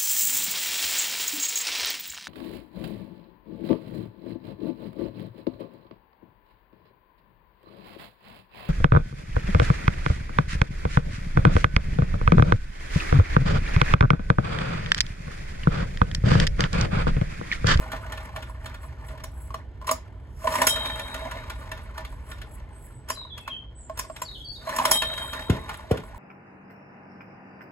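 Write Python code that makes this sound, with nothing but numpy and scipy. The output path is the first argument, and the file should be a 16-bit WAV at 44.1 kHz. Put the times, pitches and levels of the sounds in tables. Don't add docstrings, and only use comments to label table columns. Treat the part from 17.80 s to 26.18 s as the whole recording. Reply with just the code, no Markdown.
import sys
import numpy as np
from scipy import signal
from scipy.fft import rfft, irfft, next_fast_len
from scipy.io import wavfile
from scipy.ndimage import uniform_filter1d, map_coordinates

SR = 44100
rng = np.random.default_rng(int(sys.argv[2]) if len(sys.argv) > 2 else 0)


def digitize_waveform(pressure):
    field = np.atleast_2d(pressure).T
    bounded = np.clip(field, -1, 1)
    quanta = np.round(bounded * 32767).astype(np.int16)
    wavfile.write(sys.argv[1], SR, quanta)


def magnitude_from_level(level_db):
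    exponent = np.asarray(level_db, float) / 20
    return 10 ** exponent


N = 369558

# t/s, level/dB
CRANK = [(0.0, -41.5), (0.8, -50), (1.7, -56.5), (1.96, -63), (2.56, -59.5), (2.66, -34.5), (2.85, -29.5),
         (2.9, -39), (3.2, -39), (3.65, -44), (4.73, -54.5), (5.2, -62.5), (6.77, -67.5), (6.89, -37),
         (7.11, -29.5), (7.19, -43), (7.42, -39.5), (8.38, -51)]
# f/Hz, width/Hz, level/dB
CASE = [(264.5, 20, -2), (638, 13, 4.5), (865, 14, -1), (976, 97, -5), (1186, 27, -1.5), (1444, 39, -4.5),
        (1749, 97, -5), (2060, 49, -11)]
# f/Hz, density/(dB per Hz)
SIZZLE = [(3240, -35), (5500, -3.5), (6200, -13), (6650, -6.5), (7640, -9), (9160, -9.5), (10700, -5.5),
          (11300, -8.5), (13200, -14.5), (13600, -20.5), (15500, -9.5), (16300, -35.5), (16700, -49)]
# t/s, crack peak/dB
VALVES = [(0.117, -24), (0.321, -25), (0.5606, -25.5), (0.858, -27), (1.284, -36), (2.959, -21),
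          (3.1932, -22), (3.342, -22.5), (3.5114, -24.5), (3.698, -24), (3.915, -25), (4.1779, -26.5),
          (4.5143, -28.5), (7.219, -14.5), (7.3758, -23.5), (7.531, -22), (7.6977, -18.5), (7.8916, -24.5),
          (8.1111, -22.5)]
# t/s, crack peak/dB
SECONDS = [(0.162, -31.5), (0.3732, -28.5), (0.624, -29.5), (0.943, -31.5), (1.3758, -39.5), (3.057, -20),
           (3.973, -34.5), (4.248, -29), (4.583, -38.5), (4.615, -29), (7.335, -26), (7.7438, -42),
           (7.9409, -29), (8.1713, -27)]
# t/s, crack peak/dB, knock over it/dB, sizzle over it/dB
BITES = [(1.4376, -30, -5.5, -4), (1.7417, -32.5, 9.5, -11), (2.0698, -27.5, -15, -0.5),
         (2.0895, -19, 3, -17), (2.111, -27, 12, 9), (5.2865, -29.5, -13, -4), (5.3, -21.5, -2.5, -3),
         (5.577, -30, -15, -11), (5.6765, -26.5, -1, -15.5), (6.1734, -30.5, -7.5, -4),
         (6.1907, -22.5, -5.5, 1), (6.362, -29, -25, -11.5), (6.4175, -27, 1.5, -2.5)]


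def unit(x):
    return x / np.sqrt(np.mean(x ** 2) + 1e-20)


def along(points, hz):
    f, v = np.transpose(points)
    return np.interp(np.log(hz + 1), np.log(f + 1), v)


def curves(rows):
    s, *cols = np.transpose(rows)
    return [np.interp(np.arange(N) / SR, s, c) for c in cols]


def wobble(rate):
    knots = rng.standard_normal(int(N * rate / SR) + 4)
    return map_coordinates(knots, [np.arange(N) * rate / SR])


def gritty(depth_db):
    return magnitude_from_level(depth_db * wobble(150)) * rng.standard_normal(N)


def filtered(x, response):
    m = next_fast_len(N + SR // 2)
    gain = response(np.fft.rfftfreq(m, 1 / SR))
    gain = gain / np.sqrt(np.mean(np.abs(gain) ** 2))
    return irfft(rfft(x, m) * gain, m)[..., :N]


def colour(spectrum):
    return lambda hz: magnitude_from_level(along(spectrum, hz))


def resonances(modes, widen=1):
    def response(f):
        return sum(magnitude_from_level(db) * 1j * f * w * widen / (c * c - f * f + 1j * f * w * widen)
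                   for c, w, db in modes)
    return response


def swells(times, dbs, rise, fall, slow=1):
    t = np.arange(0, N + 64, 64) / SR
    late = (t - np.asarray(times)[:, None]) / np.reshape(slow, (-1, 1))
    drop_db = np.where(late > 0, fall * late, -rise * late)
    gain = magnitude_from_level(np.asarray(dbs)[:, None] - drop_db).sum(axis=0)
    return np.interp(np.arange(N) / SR, t, gain)


def bursts(times, dbs, rise, t60):
    t = np.arange(SR // 4) / SR
    train = np.bincount(np.round(times * SR).astype(int), magnitude_from_level(dbs), N)[:N]
    envelope = (1 - np.exp(-(t / rise) ** 2)) * magnitude_from_level(-60 * t / t60)
    return signal.fftconvolve(train, envelope)[:N] * rng.standard_normal(N)


def rings(events, modes, scatter_db, flutter_db, length=.4):
    out, t = np.zeros(N + 2 * SR), np.arange(round(length * SR)) / SR

    def flutter():
        return flutter_db * np.interp(t, np.linspace(0, 2, 110), rng.standard_normal(110))

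    for s, db in events:
        ring = 0
        for hz, level, t60 in modes:
            level_db = level + scatter_db * rng.normal() + flutter() - 60 * t / t60
            turns = hz * t + 0.025 * flutter() + rng.random()
            ring = ring + magnitude_from_level(level_db) * np.sin(2 * np.pi * turns)
        out[round(s * SR):][:len(t)] += magnitude_from_level(db) * ring * (1 - np.exp(-t / .004))
    return out[:N]


def echoes(x, decay):
    hz, t, z = signal.stft(rng.standard_normal((2, SR)), SR, nperseg=256)
    tail = signal.istft(z * magnitude_from_level(-60 * t / along(decay, hz)[:, None]), SR, nperseg=256)[1]
    return signal.fftconvolve(x[None], tail / np.linalg.norm(tail[0]), axes=1)[:, :N]


def far_engine():
    # t/s, f/Hz, level/dB
    drone = [(0, 59.9, -55), (.6, 58.04, -41), (1.2, 66, -50.5), (2.5, 59.86, -51), (3.9, 55, -50),
             (4.5, 63, -43), (4.8, 66, -45.5), (5.1, 62, -58), (8.38, 58.3, -60)]
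    hz, db = curves(drone)
    turn = 2 * np.pi * np.cumsum(hz * (1 + 0.011 * wobble(6))) / SR
    return magnitude_from_level(db + 2 + 2.5 * wobble(7)) * (np.sin(turn) + magnitude_from_level(-8.5) * np.sin(2 * turn))


def town():
    # t/s, level/dB
    traffic = [(0.0, -41.5), (1.75, -43.5), (1.98, -44.5), (4.43, -44), (4.57, -44), (5.09, -47),
               (6.3, -50), (8.38, -45.5)]
    # f/Hz, density/(dB per Hz)
    rumble_bands = [(20, -51.5), (34, -4.5), (59, 2.5), (81, -4.5), (113, -9), (135, -12.5), (166, -31),
                    (200, -25.5), (260, -31), (440, -120)]
    # f/Hz, density/(dB per Hz)
    air_bands = [(76, -15.5), (130, -3), (167, -9.5), (390, -13.5), (656, -21), (964, -21.5), (1240, -42),
                 (1360, -26), (2680, -43.5), (2950, -33), (13000, -83.5)]

    def pair(spread):
        return np.array([[1, spread], [1, -spread]]) @ rng.standard_normal((2, N))

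    rumble_db = curves(traffic)[0] + 4.0 + 1.27 * wobble(12.0) + [[-.7], [.7]]
    rumble = unit(filtered(pair(.12), colour(rumble_bands))) * magnitude_from_level(rumble_db)
    air = unit(filtered(pair(0.37), colour(air_bands))) * magnitude_from_level(-53 + 0.58 * wobble(2.8))
    return rumble + far_engine() + air


def rattle(count):
    when, pitch, size, slide = rng.random((count, 4)).T[..., None]
    t = np.arange(900) / SR
    panel = 1 + (pitch * (len(CASE) - 1)).astype(int)
    hz = np.transpose(CASE)[0][panel] * (1 + .1 * (slide - .5))
    envelope = magnitude_from_level(8.5 * size ** 2 - 60 * t * hz / 40) * (1 - np.exp(-t / 0.0015))
    ping = envelope * np.sin(2 * np.pi * hz * t * (1 + 8 * (slide - .5) * t))
    at = (when * N + t * SR).astype(int)
    return unit(np.bincount(at.ravel(), ping.ravel())[:N])


def whirr():
    # f/Hz, density/(dB per Hz)
    broad_bands = [(88, -38.5), (150, -4.5), (427, -9), (630, -1.5), (746, -16.5), (1030, 2.5), (1300, -10),
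                   (1830, -8.5), (8500, -35), (11000, -59), (18700, -120)]
    panels = unit(filtered(gritty(5.5), resonances(CASE)))
    broad = unit(filtered(gritty(1.0), colour(broad_bands)))
    valve_s = np.transpose(VALVES)[0]
    bite_s, bite_db = np.transpose(BITES)[:2]
    chuff_db, chuff_s = -4, 0.1
    chuff = 1 + swells(valve_s + 0.016, 0 * valve_s + chuff_db, 570, 20 / chuff_s)
    shake = swells(bite_s + 0.0031, bite_db - 26, rise=600, fall=155)
    turning = magnitude_from_level(curves(CRANK)[0]) * chuff + shake
    noise = magnitude_from_level(-3.5) * panels + magnitude_from_level(-5) * broad + magnitude_from_level(-5.0) * rattle(count=900)
    return turning * magnitude_from_level(2.42 * wobble(25)) * noise


def piston_air():
    # f/Hz, width/Hz, level/dB
    gaps = [(7850, 74, -1), (8750, 78, -3), (9800, 140, -2), (10920, 100, -1.5), (12260, 180, -23),
            (12750, 130, -16), (15000, 42, -26), (15700, 36, -10)]
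    # peak t/s, level/dB, slowness
    strokes = [(0.0, -54, 0.62), (0.23, -58, 0.41), (0.44, -59, 0.5), (0.57, -64, 0.51), (0.7, -57, 0.54),
               (0.86, -59, 0.63), (1.05, -55, 0.65), (1.28, -59.5, 1), (1.63, -54, 1.8), (3.2, -57, 6.5),
               (3.81, -59, 0.84), (4.041, -61, 0.52), (4.18, -58, 0.39), (4.329, -59.5, 0.8),
               (4.51, -55, 1), (4.739, -56.5, 1), (5.06, -55, 1.46), (7.45, -53, 5.8), (7.97, -64, 1.3),
               (8.25, -62, 0.94), (8.38, -57, 0.41)]
    # peak t/s, level/dB
    jets = [
        (2.101, -54),
        (2.89, -32.5),
        (5.31, -47.5),
        (5.611, -65),
        (6.19, -54),
        (6.439, -69),
        (7.13, -28),
    ]

    def gap_response(hz):
        return resonances(gaps, widen=2.2)(hz) * np.clip(hz / 7600, 0, 1) ** 8

    hiss = unit(filtered(gritty(3.3), gap_response))
    leak = magnitude_from_level(-62 + 2.1 * (curves(CRANK)[0] + 39.0))
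    s, db, slow = np.transpose(strokes)
    puffs = swells(s, db, rise=246, fall=291, slow=slow)
    blasts = swells(*np.transpose(jets), rise=793, fall=224)
    return (leak + puffs + blasts) * magnitude_from_level(2.5) * hiss


def cord_rasp():
    # peak t/s, level/dB, slowness
    cord = [
        (2.619, -56, 1.2),
        (2.75, -38, 1.3),
        (6.44, -61.5, 2.2),
        (6.6, -61, 2),
        (6.74, -59, 1.3),
        (6.88, -55, 1.3),
        (6.99, -40, 0.98),
        (2.09, -52, 0.53),
    ]
    s, db, slow = np.transpose(cord)
    gain = swells(s, db, rise=255, fall=278.5, slow=slow)
    return gain * unit(filtered(gritty(2.5), colour(SIZZLE)))


def contacts():
    # t/s, knock/dB
    bumps = [(0.695, -39.5), (1.036, -40), (1.35, -41.5), (2.022, -38.5), (2.077, -26), (1.704, -35),
             (2.013, -36.5), (2.0436, -38), (4.323, -38.5), (4.4646, -44.5), (6.0955, -32), (6.246, -35.5),
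             (6.2977, -34), (7.9924, -37), (8.2346, -36.5), (8.3442, -39)]
    # t/s, knock/dB
    ratchet = [(2.617, -40), (2.7, -32), (2.716, -27), (2.737, -26.5), (2.785, -26), (2.842, -31),
               (2.858, -28), (6.915, -34), (6.94, -29), (6.986, -21), (6.997, -21), (7.014, -23),
               (7.04, -27), (7.079, -27), (7.102, -27), (5.371, -38), (5.412, -43), (5.449, -44)]
    # t/s, crack peak/dB, knock over it/dB, sizzle over it/dB
    pulls = [(2.642, -36, 2.5, -5), (2.671, -22.5, 6, -25), (2.7217, -23.5, -9, -8.5),
             (2.753, -18.5, -1, -9), (2.816, -10, -5, -8), (2.8683, -8.5, -10, -0.5),
             (2.8943, -36, -12, 17.5), (6.871, -36.5, 3, -12), (6.8912, -27.5, 1, -7),
             (6.962, -25, -5, 0.5), (6.985, -20, -5.5, -13), (7.052, -11, -6, -6), (7.112, -12, -2, 4)]
    # crack, knock and sizzle in dB over the row's level
    kinds = ((VALVES, (0, -11.5, -13)), (SECONDS, (0, -27, -15)), (bumps + ratchet, (-23.5, 0, -46)))
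    blows = [(s, *np.add(db, mix)) for rows, mix in kinds for s, db in rows]
    clacks = [(s, db, db + knock, db + sizzle) for s, db, knock, sizzle in BITES + pulls]
    return np.transpose(blows + clacks)


def tocks(times, dbs):
    mode_hz, spread, peak_s = 1045, .05, .0042
    out, t = np.zeros(N + SR), np.arange(SR // 20) / SR
    envelope = (t / peak_s * np.exp(1 - t / peak_s)) ** 2
    for s, db, chance in zip(times, dbs, rng.standard_normal((len(times), 1))):
        tone = np.sin(2 * np.pi * mode_hz * (1 + spread * chance) * t)
        out[round(s * SR):][:len(t)] += magnitude_from_level(db) * envelope * tone
    return out[:N]


def cover_knocks(s, knock_db):
    # f/Hz, width/Hz, level/dB
    cover = [(259.3, 11, -4.5), (642.4, 30, 3), (1004, 110, 4), (1110, 12, -29.5)]
    # f/Hz, level/dB, t60/s
    tappet = [(1780, 2.5, 0.067), (1420, 0, 0.11), (1030, -4, 0.044)]
    # t/s, level/dB
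    thumps = [
        (2.641, -25),
        (2.652, -29),
        (5.304, -37),
        (5.69, -36),
        (6.097, -32),
        (6.298, -32),
        (6.871, -27.5),
        (7.112, -21),
    ]
    # f/Hz, level/dB, t60/s
    boom = [(642, 3.5, 0.059), (1090, -5.5, 0.073)]
    thuds = filtered(bursts(s - .0012, knock_db + 7, rise=0.0035, t60=0.028), resonances(cover))
    gear = rings(VALVES + SECONDS[:5], tappet, scatter_db=-0.5, flutter_db=0, length=.07)
    booms = rings(thumps, boom, scatter_db=-2, flutter_db=6.5, length=.1)
    return thuds + tocks(s, knock_db - 1) + magnitude_from_level(-12.5) * gear + booms


def starter_rings():
    # f/Hz, level/dB, t60/s
    cup = [(3176, -2.5, 1.15), (3095, -13, .7), (3767, -3.5, 1.5), (3829, -3, 1.6), (3822, -12, 1.2),
           (5650, -9, .2), (7375, -8, .22), (4764, -8, .08), (7655, -10, .28), (8012, -17, .24),
           (10965, -1, .16), (11020, -2, .2), (11130, -3, .18), (11465, -16, .25)]
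    # t/s, level/dB
    release = [
        (2.872, -26.5),
        (7.112, -24),
    ]
    # f/Hz, level/dB, t60/s
    pawl = [(3150, -14, .3), (4800, 0, .3), (4900, -2, .25), (7400, 0, .1), (7100, -6, .1)]
    # t/s, level/dB
    catch = [
        (2.111, -34),
        (5.303, -38.5),
        (6.192, -47),
        (6.419, -34),
    ]
    cup_ring = rings(release, cup, scatter_db=.5, flutter_db=4.2, length=1.5)
    full = rings(catch[1:3], pawl, scatter_db=1.5, flutter_db=3)
    high = rings(catch[::3], pawl[3:], scatter_db=1, flutter_db=3)
    return cup_ring + full + high


def hits():
    # f/Hz, density/(dB per Hz)
    crack_bands = [(710, -13), (1200, -6.5), (2540, -8), (3050, -8), (3670, -6.5), (5450, -25), (6500, -30),
                   (8450, -26), (14300, -120)]
    s, db, knock_db, sizzle_db = contacts()

    def crack_response(hz):
        return colour(crack_bands)(hz) * (.8 + 1.5 * np.abs(resonances(CASE[4:7], widen=1.2)(hz)))

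    crack = filtered(bursts(s - .002, db + 3, rise=.0055, t60=.04), crack_response)
    sizzle = filtered(bursts(s - .0015, sizzle_db + 3, rise=.0034, t60=.045), colour(SIZZLE))
    return crack + cover_knocks(s, knock_db) + sizzle + starter_rings()


def bird():
    # t/s, length/s, first f/Hz, last f/Hz, level/dB
    notes = [
        (4.906, .045, 8400, 8300, -74),
        (4.933, .07, 7850, 7850, -81),
        (4.948, 0.037, 8150, 8360, -63),
        (4.984, 0.078, 8500, 8700, -74),
        (4.99, .1, 7850, 7900, -85),
        (5.105, 0.09, 8300, 7970, -61),
        (5.348, 0.1, 4125, 3820, -40.5),
        (5.499, 0.1, 3487, 3300, -44),
        (5.598, 0.15, 2644, 2600, -54.5),
        (5.688, 0.092, 3290, 3090, -40),
             (5.95, 0.045, 8140, 8140, -60), (5.985, .03, 7900, 7940, -50),
                    (6, 0.04, 7430, 7540, -58), (6.023, 0.02, 8100, 8060, -56),
                    (6.037, 0.023, 7150, 7500, -52), (6.118, 0.16, 8130, 8460, -61),
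                    (6.251, 0.13, 7800, 7570, -63), (6.268, 0.082, 9000, 8500, -65),
                    (6.35, 0.038, 8200, 7870, -58), (6.449, 0.062, 4670, 4150, -44.5),
                    (6.477, 0.053, 3970, 3730, -44.5), (6.503, 0.029, 4360, 4040, -51),
                    (6.544, 0.037, 3570, 2950, -45.5), (6.549, 0.037, 3840, 3280, -51),
                    (6.602, 0.018, 3240, 3330, -40), (6.645, 0.03, 4550, 4520, -42),
                    (6.672, .03, 4440, 4485, -40), (6.702, 0.028, 4570, 4640, -38.5),
                    (6.65, .12, 8530, 8400, -72), (6.678, 0.074, 13900, 14300, -75),
                    (6.635, .055, 13300, 13000, -75), (6.731, 0.036, 4700, 4900, -52),
                    (6.743, 0.045, 4300, 3560, -46), (6.834, 0.073, 4220, 4050, -48)]
    # multiple, level/dB
    overtones = [(2, -42), (3, -46)]
    # f/Hz, t60/s
    garden = [(2500, 0.39), (5000, 0.31), (8500, 0.37)]
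    song, flutter_db, waver = np.zeros(N), 3.7 * wobble(55), 1 + .016 * wobble(170)
    for s, length, first_hz, last_hz, db in notes:
        u = np.linspace(0, 1, round(length * SR))
        at = slice(round(s * SR), round(s * SR) + len(u))
        hz = (last_hz + (first_hz - last_hz) * (1 - u) ** 2.18) * waver[at]
        turn = 2 * np.pi * np.cumsum(hz) / SR
        whistle = sum(magnitude_from_level(g) * np.sin(k * turn) * (k * last_hz < 16000) for k, g in [(1, 0)] + overtones)
        song[at] += np.sin(np.pi * u ** 0.64) ** .9 * magnitude_from_level(db + flutter_db[at]) * whistle
    direct = song * magnitude_from_level([[.7], [-.7]])
    return direct + magnitude_from_level(5.5) * echoes(song, garden)


def exhaust():
    # t/s, level/dB, time until the pitch drops/s, chamber ring/dB, ring f/Hz
    coughs = [
        (7.6933, -8.5, 0.0075, -18.5, 419.7),
        (8.1086, -12, 0.0072, -11, 467),
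    ]
    # delay/s, level/dB
    slaps = [
        (.029, -16),
        (.046, -21.5),
        (.066, -25),
        (.08, -24.5),
    ]
    # f/Hz, width/Hz, level/dB
    muffler = [(188, 160, 9), (370, 120, -0.5), (637, 160, -2.5)]
    out, t = np.zeros(N), np.arange(SR // 10) / SR
    for s, db, drop, ring_db, ring_hz in coughs:
        hz = 86 + 340 / (1 + np.exp((t - drop) / 0.0023))
        swell = np.clip(t / (drop + 0.0032), 0, 1) ** 1.47 * np.exp(-(t / 0.023) ** 3)
        crest = hz[:round((drop + .005) * SR)].sum()
        thud = swell * np.cos(2 * np.pi * (np.cumsum(hz) - crest) / SR)
        ring = np.exp(-((t - .006) / 0.0031) ** 2) * np.sin(2 * np.pi * ring_hz * (t - .0017))
        tail = magnitude_from_level(-6.5 - 60 * t / 0.052) * (1 - np.exp(-t / 0.0024)) * np.sin(2 * np.pi * 730 * t)
        out[round(s * SR):][:len(t)] += magnitude_from_level(db) * thud + magnitude_from_level(ring_db) * (ring + tail)
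    out = out + sum(magnitude_from_level(db) * np.roll(out, round(s * SR)) for s, db in slaps)

    def chambers(hz):
        return resonances(muffler)(hz) / (1 + 1j * hz / 900) ** 2

    s, db = np.transpose(coughs)[:2]
    return out + filtered(bursts(s + .008, db - 20, rise=.01, t60=.4), chambers)


def ports(x):
    # f/Hz, phase/rad
    lead_points = [(300, 0.5), (1030, 0.91), (2500, 1.32), (3190, 1.27), (3800, 4), (4300, 5), (5340, 4),
                   (6290, 0.26), (8270, -1.5), (11000, -5.5), (12200, -7.5), (14400, -9), (15000, -8.5)]
    # f/Hz, level/dB
    tilt = [(100, 1.5), (350, 0), (700, 0), (1400, -1.2), (2800, -.6), (5000, 1.5), (8000, 0.5)]

    def port(hz, way):
        lead = along(lead_points, hz) * (hz > 300)
        return magnitude_from_level(way * along(tilt, hz) / 2) * np.exp(.5j * way * lead)

    return filtered(x, lambda hz: np.array([port(hz, 1), port(hz, -1)]))


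def thinned(x):
    # f/Hz, level/dB
    deaf = [(4000, -130), (5500, -119), (8300, -119), (8800, -85), (9400, -85), (9800, -120), (12300, -117),
            (13000, -87), (13700, -78), (14300, -100), (15500, -100), (16500, -75)]
    # f/Hz, depth/dB
    mask = [(4000, 45), (5500, 20), (8300, 25), (8650, -4), (9500, -4), (9750, 25), (12500, 21), (13200, 4),
            (13800, 4), (14300, 22), (16500, 6)]
    hz, _, z = signal.stft(x, SR, nperseg=1024)
    power = np.mean(np.abs(z) ** 2, axis=0) + 1e-20
    band_db = 10 * np.log10(np.abs(uniform_filter1d(power, size=9, axis=0)) + 1e-20)
    treble_db = 10 * np.log10(np.mean(power[(hz > 4000) & (hz < 12000)], axis=0))
    attack = np.diff(treble_db, prepend=0) > 8
    unmasked = attack | (band_db > treble_db - along(mask, hz)[:, None])
    keep = (band_db > along(deaf, hz)[:, None]) & unmasked
    keep = keep | (hz < 4500)[:, None]
    in_range = ((hz > 24) & (hz < 16700))[:, None]
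    return signal.istft(z * keep * in_range, SR, nperseg=1024)[1][:, :N]


def scene():
    # f/Hz, t60/s
    yard = [(150, 0.31), (1000, 0.14), (4000, 0.24), (12000, 0.13)]
    background = town()
    machine = whirr() + piston_air() + cord_rasp() + hits() + exhaust()
    reflected = filtered(machine, lambda hz: np.clip(hz / 400, 0, 1) ** 2)
    return ports(machine) + magnitude_from_level(-7.5) * echoes(reflected, yard) + bird() + background


def band_limit(x):
    return signal.sosfilt(signal.butter(12, 16810, fs=SR, output="sos"), x)


def record(dry):
    rounded = dry / (1 + np.abs(dry / .85) ** 4) ** (1 / 4)
    return band_limit(thinned(rounded))


dry = scene()
out = record(dry)
digitize_waveform(out)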